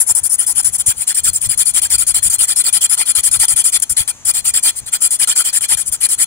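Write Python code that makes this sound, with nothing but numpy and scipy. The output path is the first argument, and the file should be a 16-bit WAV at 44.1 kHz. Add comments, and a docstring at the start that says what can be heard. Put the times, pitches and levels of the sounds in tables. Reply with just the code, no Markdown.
"""A steel blade scrapes a magnesium rod in quick hard strokes, about twelve a second, in a charcoal grill outdoors.
Each stroke is shaped noise: a bright hiss and fizz from the edge, a lower rasp as it digs in.
The strokes also ring the blade's decaying modes and short low tones in the rasp; catches add short sine bursts.
Decaying noise echoes the grill and yard; filtered noise makes air and gusts, a wavering sine a faint hum.
A limiter holds the loudest peaks."""
import sys
import numpy as np
from scipy import signal
from scipy.fft import rfft, irfft, next_fast_len
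from scipy.io import wavfile
from scipy.ndimage import uniform_filter1d, minimum_filter1d

SR = 44100
rng = np.random.default_rng(int(sys.argv[2]) if len(sys.argv) > 2 else 0)


def master_out(mix):
    """Clip the mix to full scale and print it as 16-bit PCM to the path in sys.argv[1]."""
    frames = np.transpose(np.atleast_2d(mix))
    ceiling = np.clip(frames, -1, 1)
    pcm = np.round(ceiling * 32767).astype(np.int16)
    wavfile.write(sys.argv[1], SR, pcm)


N = 276066

# blade modes: (frequency [Hz], relative level [dB], t60 [s], right against left [dB])
BLADE_MODES = [(7490, -12, .013, 2), (9840, -27.5, .035, -7), (9940, -1, 0.015, -12), (9000, 3, 0.016, -5)]


def amp(db):
    """Decibels to amplitude."""
    return 10 ** (np.asarray(db) / 20)


def sides(right_db):
    """Stereo gain: left 0 dB, right as given."""
    return amp([[0], [right_db]])


def evened(x):
    """Scales each channel to unit RMS."""
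    return x / np.sqrt(np.mean(x ** 2, axis=-1, keepdims=True) + 1e-20)


def add(mix, start_s, sound):
    """Mixes a stereo sound in at start_s, or at 0 if that is earlier."""
    first = max(round(start_s * SR), 0)
    part = mix[:, first:][:, :sound.shape[1]]
    part += sound[:, :part.shape[1]]


def gains(table, hz):
    """Interpolates each level column of a spectrum over log frequency."""
    table_hz, *columns_db = np.transpose(table)
    return amp([np.interp(np.log(hz + 1), np.log(table_hz), db) for db in columns_db])


def colour(x, table, shift=1, tilt_db_per_octave=0, still_hz=8000):
    """Filters x by a spectrum, left at unit power; it slides above still_hz and tilts above 900 Hz."""
    size = next_fast_len(x.shape[-1] + 256)
    hz = np.fft.rfftfreq(size, 1 / SR)
    slide = np.interp(hz, [still_hz, still_hz + 1200], [1, shift])
    tilt = amp(tilt_db_per_octave * np.log2(np.maximum(hz, 900)))
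    gain = gains(table, hz / slide) * tilt
    gain /= np.sqrt(np.mean(gain[0] ** 2))
    return irfft(rfft(x, size) * gain, size)[:, :x.shape[-1]]


def wander(size, hz):
    """Smooth random motion of unit RMS: noise under a Gaussian lowpass."""
    f = np.fft.rfftfreq(size, 1 / SR)
    lowpass = np.exp(-(f / hz) ** 2) * (f > 0)
    return evened(irfft(rfft(rng.standard_normal(size)) * lowpass, size))


def noise_pair(size, alike, delay_samples=5):
    """White noise at two microphone ports; the shared part reaches the right one later."""
    left, other = rng.standard_normal((2, size))
    right = alike * np.roll(left, delay_samples) + np.sqrt(1 - alike ** 2) * other
    return np.array([left, right])


def hum(level_db=-60, base_hz=248.6, waver_hz=5, right_db=-3):
    """A faint hum from far away: a sine of wavering frequency."""
    hz = base_hz + waver_hz * wander(next_fast_len(N), 8.5)[:N]
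    turns = np.cumsum(hz) / SR
    return amp(level_db) * np.sin(2 * np.pi * turns) * sides(right_db)


def still_air(level_db=-40.5, right_db=-2.0):
    """Steady outdoor air: noise of fixed spectrum."""
    # (frequency [Hz], relative density [dB])
    air_spectrum = [(20, -78), (90, -68.5), (250, -76), (400, -79), (850, -75.5), (1500, -78.5),
                    (3000, -80), (5200, -83.5), (6400, -68), (7500, -71.5), (9500, -92), (12000, -90),
                    (16000, -97)]
    air = colour(noise_pair(N, alike=.6), air_spectrum)
    return amp(level_db) * air * sides(right_db)


def wind_strength(lump_db=3.0, lump_hz=12):
    """A lumpy breeze and single gusts, summed in power."""
    # (time [s], relative level [dB])
    breeze_levels = [(0, -57), (.4, -60.5), (.7, -48), (1.1, -59), (1.3, -49), (1.8, -45.5), (2.3, -48),
                     (2.55, -59), (3.05, -65), (3.3, -49), (3.8, -58), (4.4, -50.5), (4.7, -57),
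                     (4.85, -47), (5.1, -74), (5.4, -66), (5.9, -49.5), (6.26, -63)]
    # (peak time [s], half length to 1/e amplitude [s], relative level [dB])
    single_gusts = [(0.117, 0.017, -38.5), (0.228, 0.014, -37), (0.687, 0.043, -44), (0.884, 0.012, -28),
                    (0.988, .025, -45), (1.292, 0.043, -36), (1.482, .03, -33), (1.961, 0.017, -33),
                    (2.125, 0.033, -43), (2.276, .025, -33), (3.192, 0.018, -38.5), (3.302, .02, -41),
                    (3.39, .035, -38), (3.541, 0.02, -37), (3.919, 0.021, -35.5), (4.009, 0.015, -34),
                    (4.26, 0.013, -41), (4.81, .035, -45), (5.608, .018, -47), (5.75, .03, -41.5),
                    (5.91, 0.033, -42), (6.173, 0.012, -42)]
    t = np.arange(N) / SR
    lumps_db = lump_db * wander(next_fast_len(N), lump_hz)[:N]
    breeze = amp(np.interp(t, *np.transpose(breeze_levels)) + lumps_db)
    power = breeze ** 2
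    for peak_s, half_s, db in single_gusts:
        power += amp(db) ** 2 * np.exp(-2 * ((t - peak_s) / half_s) ** 2)
    return np.sqrt(power)


def wind(level_db=6.0, right_db=-11.5):
    """Gusts buffet the microphone: low noise, mostly in the left port, follows the wind strength."""
    # (frequency [Hz], relative level [dB])
    wind_spectrum = [(15, -22), (40, -1.5), (90, 3.5), (140, -3), (200, -13.5), (320, -29), (800, -50),
                     (3000, -82)]
    eddies = colour(noise_pair(N, alike=.2), wind_spectrum)
    # level out the noise's own swells, over 50 ms
    eddies /= np.sqrt(uniform_filter1d(eddies ** 2, size=2200) + 0.04)
    return amp(level_db) * wind_strength() * eddies * sides(right_db)


def grill(x, near_db=-17, near_t60=0.031, far_db=-27, far_t60=0.59):
    """Quick reflections between the grill's walls and a faint yard tail, as decaying noise; t60 in s."""
    t = np.arange(SR // 2) / SR
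    near, far = rng.standard_normal((2, 2, len(t))) * (t > .001)
    near = evened(near * amp(-60 * t / near_t60))
    far = evened(far * amp(-60 * t / far_t60))
    echoes = (amp(near_db) * near + amp(far_db) * far) / np.sqrt(len(t))
    return signal.oaconvolve(x, echoes, axes=1)[:, :N]


def catches(level_db=-0.5, width_s=.002, waver=0.017):
    """Where the edge catches it judders briefly near the blade's lowest mode: Gaussian sine bursts."""
    # (time [s], relative level [dB]); each burst peaks width_s later
    catch_events = [(0.018, -8), (1.252, -10), (1.281, -11), (1.361, -4.5), (1.85, -12), (1.932, -12),
                    (2.095, -24), (2.339, -8), (2.665, -5), (2.846, -3), (2.994, -10.5), (3.443, -23),
                    (3.588, -7.5), (3.731, -10), (4.006, -10.5), (4.284, -12), (4.562, -4), (4.575, -4),
                    (4.692, -16), (4.937, -7.5), (5.023, -9), (5.298, -5)]
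    out = np.zeros((2, N))
    t = np.arange(-512, 512) / SR
    swell = np.exp(-(t / width_s - 1) ** 2 / 2)
    mode_hz, _, _, right_db = BLADE_MODES[0]
    for start_s, db in catch_events:
        hz = mode_hz * (1 + waver * (2 * rng.random() - 1))
        turns = hz * t + rng.random((2, 1))
        burst = swell * np.sin(2 * np.pi * turns)
        add(out, start_s + t[0], amp(db + level_db) * burst * sides(right_db))
    return out


def ring(force, table):
    """Ringing: a table of decaying sines driven by a stereo force."""
    t = np.arange(4096) / SR
    tones = np.zeros((2, len(t)))
    for hz, db, t60, right_db in table:
        tones += amp(db - 60 * t / t60) * np.sin(2 * np.pi * hz * t) * sides(right_db)
    tones /= np.linalg.norm(tones[0])
    return signal.oaconvolve(force, tones, axes=1)[:, :N]


def pressure(t, length, rise, level_db, swell_db):
    """The edge lands at t = 0, bites, rides the rod in one leaning arch and lifts off."""
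    arch_db = 1.5  # the hand presses harder in mid-stroke
    firm_share, ease_share = 0.2, 0.75  # of the stroke: grip set, grip begins to ease
    touch_db, ease_db, leave_db, release_s = -14.5, -9, -14, 0.0076
    bite = level_db - (arch_db + swell_db) / 2
    finish = level_db - (arch_db - swell_db) / 2
    times = [t[0], 0, rise, length * firm_share, length / 2,
             length * ease_share, length, length, length + release_s]
    levels = [bite - 22, bite + touch_db, bite, bite, level_db + arch_db / 2,
              finish, finish + ease_db, finish + leave_db, finish - 54]
    return amp(np.interp(t, np.maximum.accumulate(times), levels, right=-np.inf))


def landing(t, rise, knock_db=4, knock_s=0.00099, soft_rise_s=0.0045):
    """An edge that bites at once lands with a small knock, weaker for a slow bite."""
    softness = np.exp(-rise / soft_rise_s)
    return amp(knock_db) * softness * np.exp(-abs(t) / knock_s) * (t >= 0)


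def slips(size, chatter_hz=170, chatter_db=-0.2, grain_hz=1300, grain_db=0.04):
    """Stick and slip as level wander: uneven chatter, with finer grain as the chips tear off."""
    chatter = chatter_db * wander(size, chatter_hz)
    grain = grain_db * wander(size, grain_hz)
    return evened(amp(chatter + grain))


def travelling(x, depth_db, patch_hz=420, patch_s=0.022):
    """As the contact travels along the rod, narrow resonances swell and fade: random STFT gains."""
    z = signal.stft(x, nperseg=256, noverlap=192)[2]
    field = rng.standard_normal(z.shape[1:])
    field = uniform_filter1d(field, max(round(patch_hz * 256 / SR), 1), axis=0)
    field = uniform_filter1d(field, max(round(patch_s * SR / 64), 1), axis=1)
    gain = amp(depth_db * field / field.std())
    gain /= np.sqrt(np.mean(gain ** 2))
    return signal.istft(z * gain, nperseg=256, noverlap=192)[1][:, :x.shape[1]]


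def edge_hiss(size, hz):
    """The edge hisses and its finest chips fizz above; a lower hiss fizzes more and spreads right."""
    # both: (frequency [Hz], relative left level [dB], relative right level [dB])
    hiss_spectrum = [(3770, -48.5, -42.5), (5010, -23, -17.5), (5600, -24, -17.5), (6820, -20, -14),
                     (7433, -9.5, 0.5), (8050, -16.5, -5.5), (8730, -9.5, -5), (9030, -4.5, -8),
                     (9700, 1.5, -7.5), (10080, -4.5, -21), (10790, -10.5, -14.5), (11310, -18.5, -27),
                     (13500, -35, -41)]
    fizz_spectrum = [(9500, -37, -33), (11400, 4, -20), (13200, 3.5, -17), (15100, 7, -1),
                     (15900, 2.5, -13)]
    usual_hz, hiss_db = 9490, 0.55
    sharp_khz = (hz - usual_hz) / 1000
    fizz_db = -15 - 16.5 * sharp_khz
    right_db = -9 - 12.5 * sharp_khz
    hiss = travelling(noise_pair(size, alike=0.21), depth_db=4.5)
    hiss = evened(colour(hiss, hiss_spectrum, hz / usual_hz)) * sides(right_db)
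    fizz = travelling(noise_pair(size, alike=0.092), depth_db=3.5)
    fizz = colour(fizz, fizz_spectrum) * slips(size, chatter_db=2.0, grain_db=3.5)
    return amp(hiss_db) * hiss + amp(fizz_db) * fizz


def rasp_crumbs(size, start):
    """Coarse rasp noise of unit spread, whose brightness follows the time of the stroke."""
    # (frequency [Hz], relative left level [dB], relative right level [dB])
    rasp_spectrum = [(200, -37, -30), (474, -20, -41), (647, -25.5, -41), (897, -5, -18.5),
                     (1115, -19, -23.5), (1343, -9.5, -5), (1570, -6.5, -11.5), (2050, -8.5, -6.5),
                     (2120, -4.5, -12.5), (2815, -11.5, -11), (3030, -2.5, -0.5), (3670, -8.5, -9),
                     (4870, -1, -2), (6700, -44, -50)]
    # (time [s], tilt [dB per octave]); the first strokes sound duller
    rasp_tilt = [(0, -9.5), (.6, -3.5), (1.2, 1.5), (3, 0.5), (4.4, 2.5), (5.6, 0.5), (6.26, -1)]
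    tilt = np.interp(start, *np.transpose(rasp_tilt))
    crumbs = travelling(noise_pair(size, alike=0.63), depth_db=6.5)
    crumbs = colour(crumbs, rasp_spectrum, tilt_db_per_octave=tilt)
    return crumbs / crumbs.std()


def scraping(rasp_db=-1.0, blade_db=-17.0, tone_db=-6, dig_db=5.0, crunch_db=2.5, knock_share=0.4):
    """Each stroke's friction drives hiss, fizz, rasp, the blade's modes and short low tones in the rasp."""
    # (start [s], end [s], time to bite [s], relative hiss level [dB],
    #  swell from bite to finish [dB], relative rasp level [dB], hiss pitch [Hz])
    strokes = [(0.0, 0.042, 0.0007, -6, -16, -37, 9850), (.066, .125, 0.0058, -5.5, 8.5, -36, 9560),
               (.15, 0.202, 0.0017, -8, -1, -38, 9500), (0.234, 0.281, .005, -9, -1, -43, 9530),
               (.296, .359, 0.0041, -8, 8, -45, 9530), (0.383, 0.45, 0.0063, -10, -1.5, -34.5, 9570),
               (0.465, 0.529, .005, -7.5, 0, -38.5, 9520), (.551, 0.614, 0.0081, -8.5, 6, -32, 9600),
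               (0.624, 0.64, .004, -21.5, 11, -46, 9300), (0.645, 0.702, 0.0017, -8, -7, -35.5, 9640),
               (.722, 0.769, .01, -13, 7.5, -41.5, 9500), (.781, 0.824, 0.0036, -11, 5, -36.5, 9360),
               (0.861, .926, 0.0044, -7, 1, -30.5, 9240), (.959, 1.044, 0.014, -18, 8, -38, 9280),
               (1.07, 1.129, 0.0057, -10.5, -1.5, -29.5, 9320),
               (1.145, 1.205, 0.0013, -11.5, 3.5, -32.5, 9150),
               (1.236, 1.303, 0.0094, -7.5, 3.5, -28.5, 9220), (1.331, 1.386, .001, -15, 1, -40, 9100),
               (1.41, 1.474, 0.0067, -12, 5.5, -34.5, 9300), (1.49, 1.55, 0.0062, -9.5, -1, -31, 9500),
               (1.575, 1.634, 0.0028, -6, 4.5, -28.5, 9560), (1.652, 1.715, 0.0062, -9, -1, -33, 9540),
               (1.738, 1.799, 0.0085, -7, 4, -27.5, 9450), (1.817, 1.873, 0.0024, -10.5, 0, -29.5, 9300),
               (1.9, 1.964, .003, -7, 3, -26.5, 9360), (1.981, 2.04, 0.0026, -8.5, 1, -31, 9430),
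               (2.067, 2.123, 0.0033, -8.5, -1, -31.5, 9460),
               (2.142, 2.197, 0.0034, -9.5, -2.5, -27.5, 9180), (2.224, 2.286, 0.0054, -7, 1.5, -31, 9400),
               (2.299, 2.363, .001, -10, 5, -32, 9200), (2.385, 2.457, 0.0073, -7.5, 1.5, -28, 9300),
               (2.474, 2.538, 0.01, -12, 0.5, -28, 9140), (2.559, 2.623, 0.0044, -6.5, 0.5, -29, 9480),
               (2.639, 2.701, 0.0028, -12, 5, -25.5, 9160), (2.727, 2.785, 0.0022, -6, 3, -26.5, 9520),
               (2.809, 2.867, .004, -9, 4, -26, 9150), (2.894, 2.953, 0.0045, -6, 5, -30.5, 9570),
               (2.97, 3.035, 0.0095, -11, 4, -26, 9330), (3.056, 3.122, .005, -8.5, 9, -28, 9540),
               (3.151, 3.209, .002, -6, -1, -26, 9500), (3.232, 3.291, 0.0044, -7, 3, -28, 9400),
               (3.313, 3.375, .001, -7.5, 2.5, -29.5, 9520), (3.393, 3.457, 0.0069, -4.5, 4, -24.5, 9380),
               (3.482, 3.541, 0.00089, -7, -1.5, -27.5, 9380), (3.561, 3.623, 0.0027, -7, 2, -28, 9580),
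               (3.64, 3.702, .004, -7, -3.5, -29, 9420), (3.721, 3.777, 0.0059, -7, 5.5, -25.5, 9450),
               (3.799, 3.805, .001, -12.5, -4, -47, 9700), (3.822, 3.842, 0.0012, -5.5, -5, -31, 9600),
               (3.895, 3.937, .002, -11, -4, -39.5, 9450), (3.967, 4.037, 0.0025, -10, -6, -26.5, 9480),
               (4.077, 4.117, .002, -12.5, -2.5, -30.5, 9340), (4.251, 4.315, 0.003, -7.5, 9, -29.5, 9380),
               (4.338, 4.411, 0.0089, -13.5, -3.5, -29, 9100),
               (4.444, 4.511, 0.0099, -10, 0.5, -29.5, 9080), (4.538, 4.6, .002, -11.5, -3, -27, 9200),
               (4.627, 4.709, 0.0081, -7.5, 2.5, -24.5, 9160), (4.755, 4.804, 0.0049, -19, 7, -42, 9220),
               (4.861, 4.897, 0.0031, -21, 4.5, -37, 9330), (4.921, 4.973, .01, -12, -1.5, -28.5, 9100),
               (5.007, 5.079, 0.016, -6, 2, -29.5, 9420), (5.107, 5.168, .001, -11, -2, -33.5, 9300),
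               (5.191, 5.249, 0.0079, -7, 4.5, -25.5, 9400), (5.274, 5.336, 0.0014, -11, -2.5, -24, 9160),
               (5.356, 5.427, 0.0064, -7, 2, -26, 9300), (5.442, 5.507, 0.012, -13.5, -4, -25.5, 9010),
               (5.528, 5.588, .003, -8.5, 5, -30, 9400), (5.608, 5.662, 0.0017, -13, 4, -29, 9260),
               (5.684, 5.751, 0.0057, -7, 4.5, -26, 9470), (5.772, 5.832, .002, -12.5, -1.5, -33.5, 9620),
               (5.856, 5.899, 0.0065, -14.5, 5, -44.5, 9460), (5.918, 5.966, 0.0078, -14, -6, -34.5, 9200),
               (6.006, 6.07, 0.006, -6.5, 4.5, -27.5, 9620), (6.088, 6.152, 0.0023, -9, 5, -33.5, 9320),
               (6.18, 6.245, 0.01, -6, 5.5, -28.5, 9500)]
    # short decaying tones within the rasp:
    # (frequency [Hz], relative level [dB], t60 [s], right against left [dB])
    rasp_tones = [(920, -4, 0.062, -21), (1364, 2, 0.039, -22), (1987, 2.5, 0.05, -8.5),
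                  (2397, 0.5, 0.065, 4), (2520, -10, 0.028, -6), (3166, 7.5, 0.062, -15),
                  (3400, 6, 0.068, -6), (4197, 2, 0.12, -5)]
    out, on_blade, on_rasp = np.zeros((3, 2, N))
    for start, end, rise, level, swell, rasp, hz in strokes:
        length = end - start
        t = np.arange(next_fast_len(int((length + .02) * SR))) / SR - .003
        size = len(t)
        knock = landing(t, rise)
        press = pressure(t, length, rise, level, swell)
        usual = np.sqrt(np.sum(press ** 2) / (length * SR))
        bite = np.interp(rise, t, press)
        friction = press * slips(size) + knock_share * bite * knock
        # the rasp grows as the edge digs in, in coarser crumbs
        dig = amp(dig_db * np.minimum(t / length, 1))
        dig = dig * evened(amp(crunch_db * wander(size, 950)))
        crunch = amp(rasp) * (friction / usual * dig + knock_share * knock)
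        hiss = friction * edge_hiss(size, hz)
        rasping = amp(rasp_db) * crunch * rasp_crumbs(size, start)
        add(out, start + t[0], hiss + rasping)
        add(on_blade, start + t[0], friction * noise_pair(size, alike=0.38))
        add(on_rasp, start + t[0], crunch * noise_pair(size, alike=0.37))
    blade_ring = amp(blade_db) * ring(on_blade, BLADE_MODES)
    tone_ring = amp(tone_db) * ring(on_rasp, rasp_tones)
    return out + blade_ring + tone_ring


def scene():
    """The scraping in the grill, in the open air."""
    metal = scraping() + catches()
    return metal + grill(metal) + still_air() + wind() + hum()


def record(dry, ceiling=1.0, edge_hz=15780):
    """A fast limiter holds down the loudest peaks of each channel; then a lowpass at edge_hz."""
    allowed = np.minimum(ceiling / (abs(dry) + 1e-9), 1)
    gain = minimum_filter1d(allowed, size=21)
    gain = uniform_filter1d(uniform_filter1d(gain, size=11), size=11)
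    lowpass = signal.firwin(601, edge_hz, window=("kaiser", 8), fs=SR)
    return signal.oaconvolve(dry * gain, lowpass[None], "same")


dry = scene()
out = record(dry)
master_out(out)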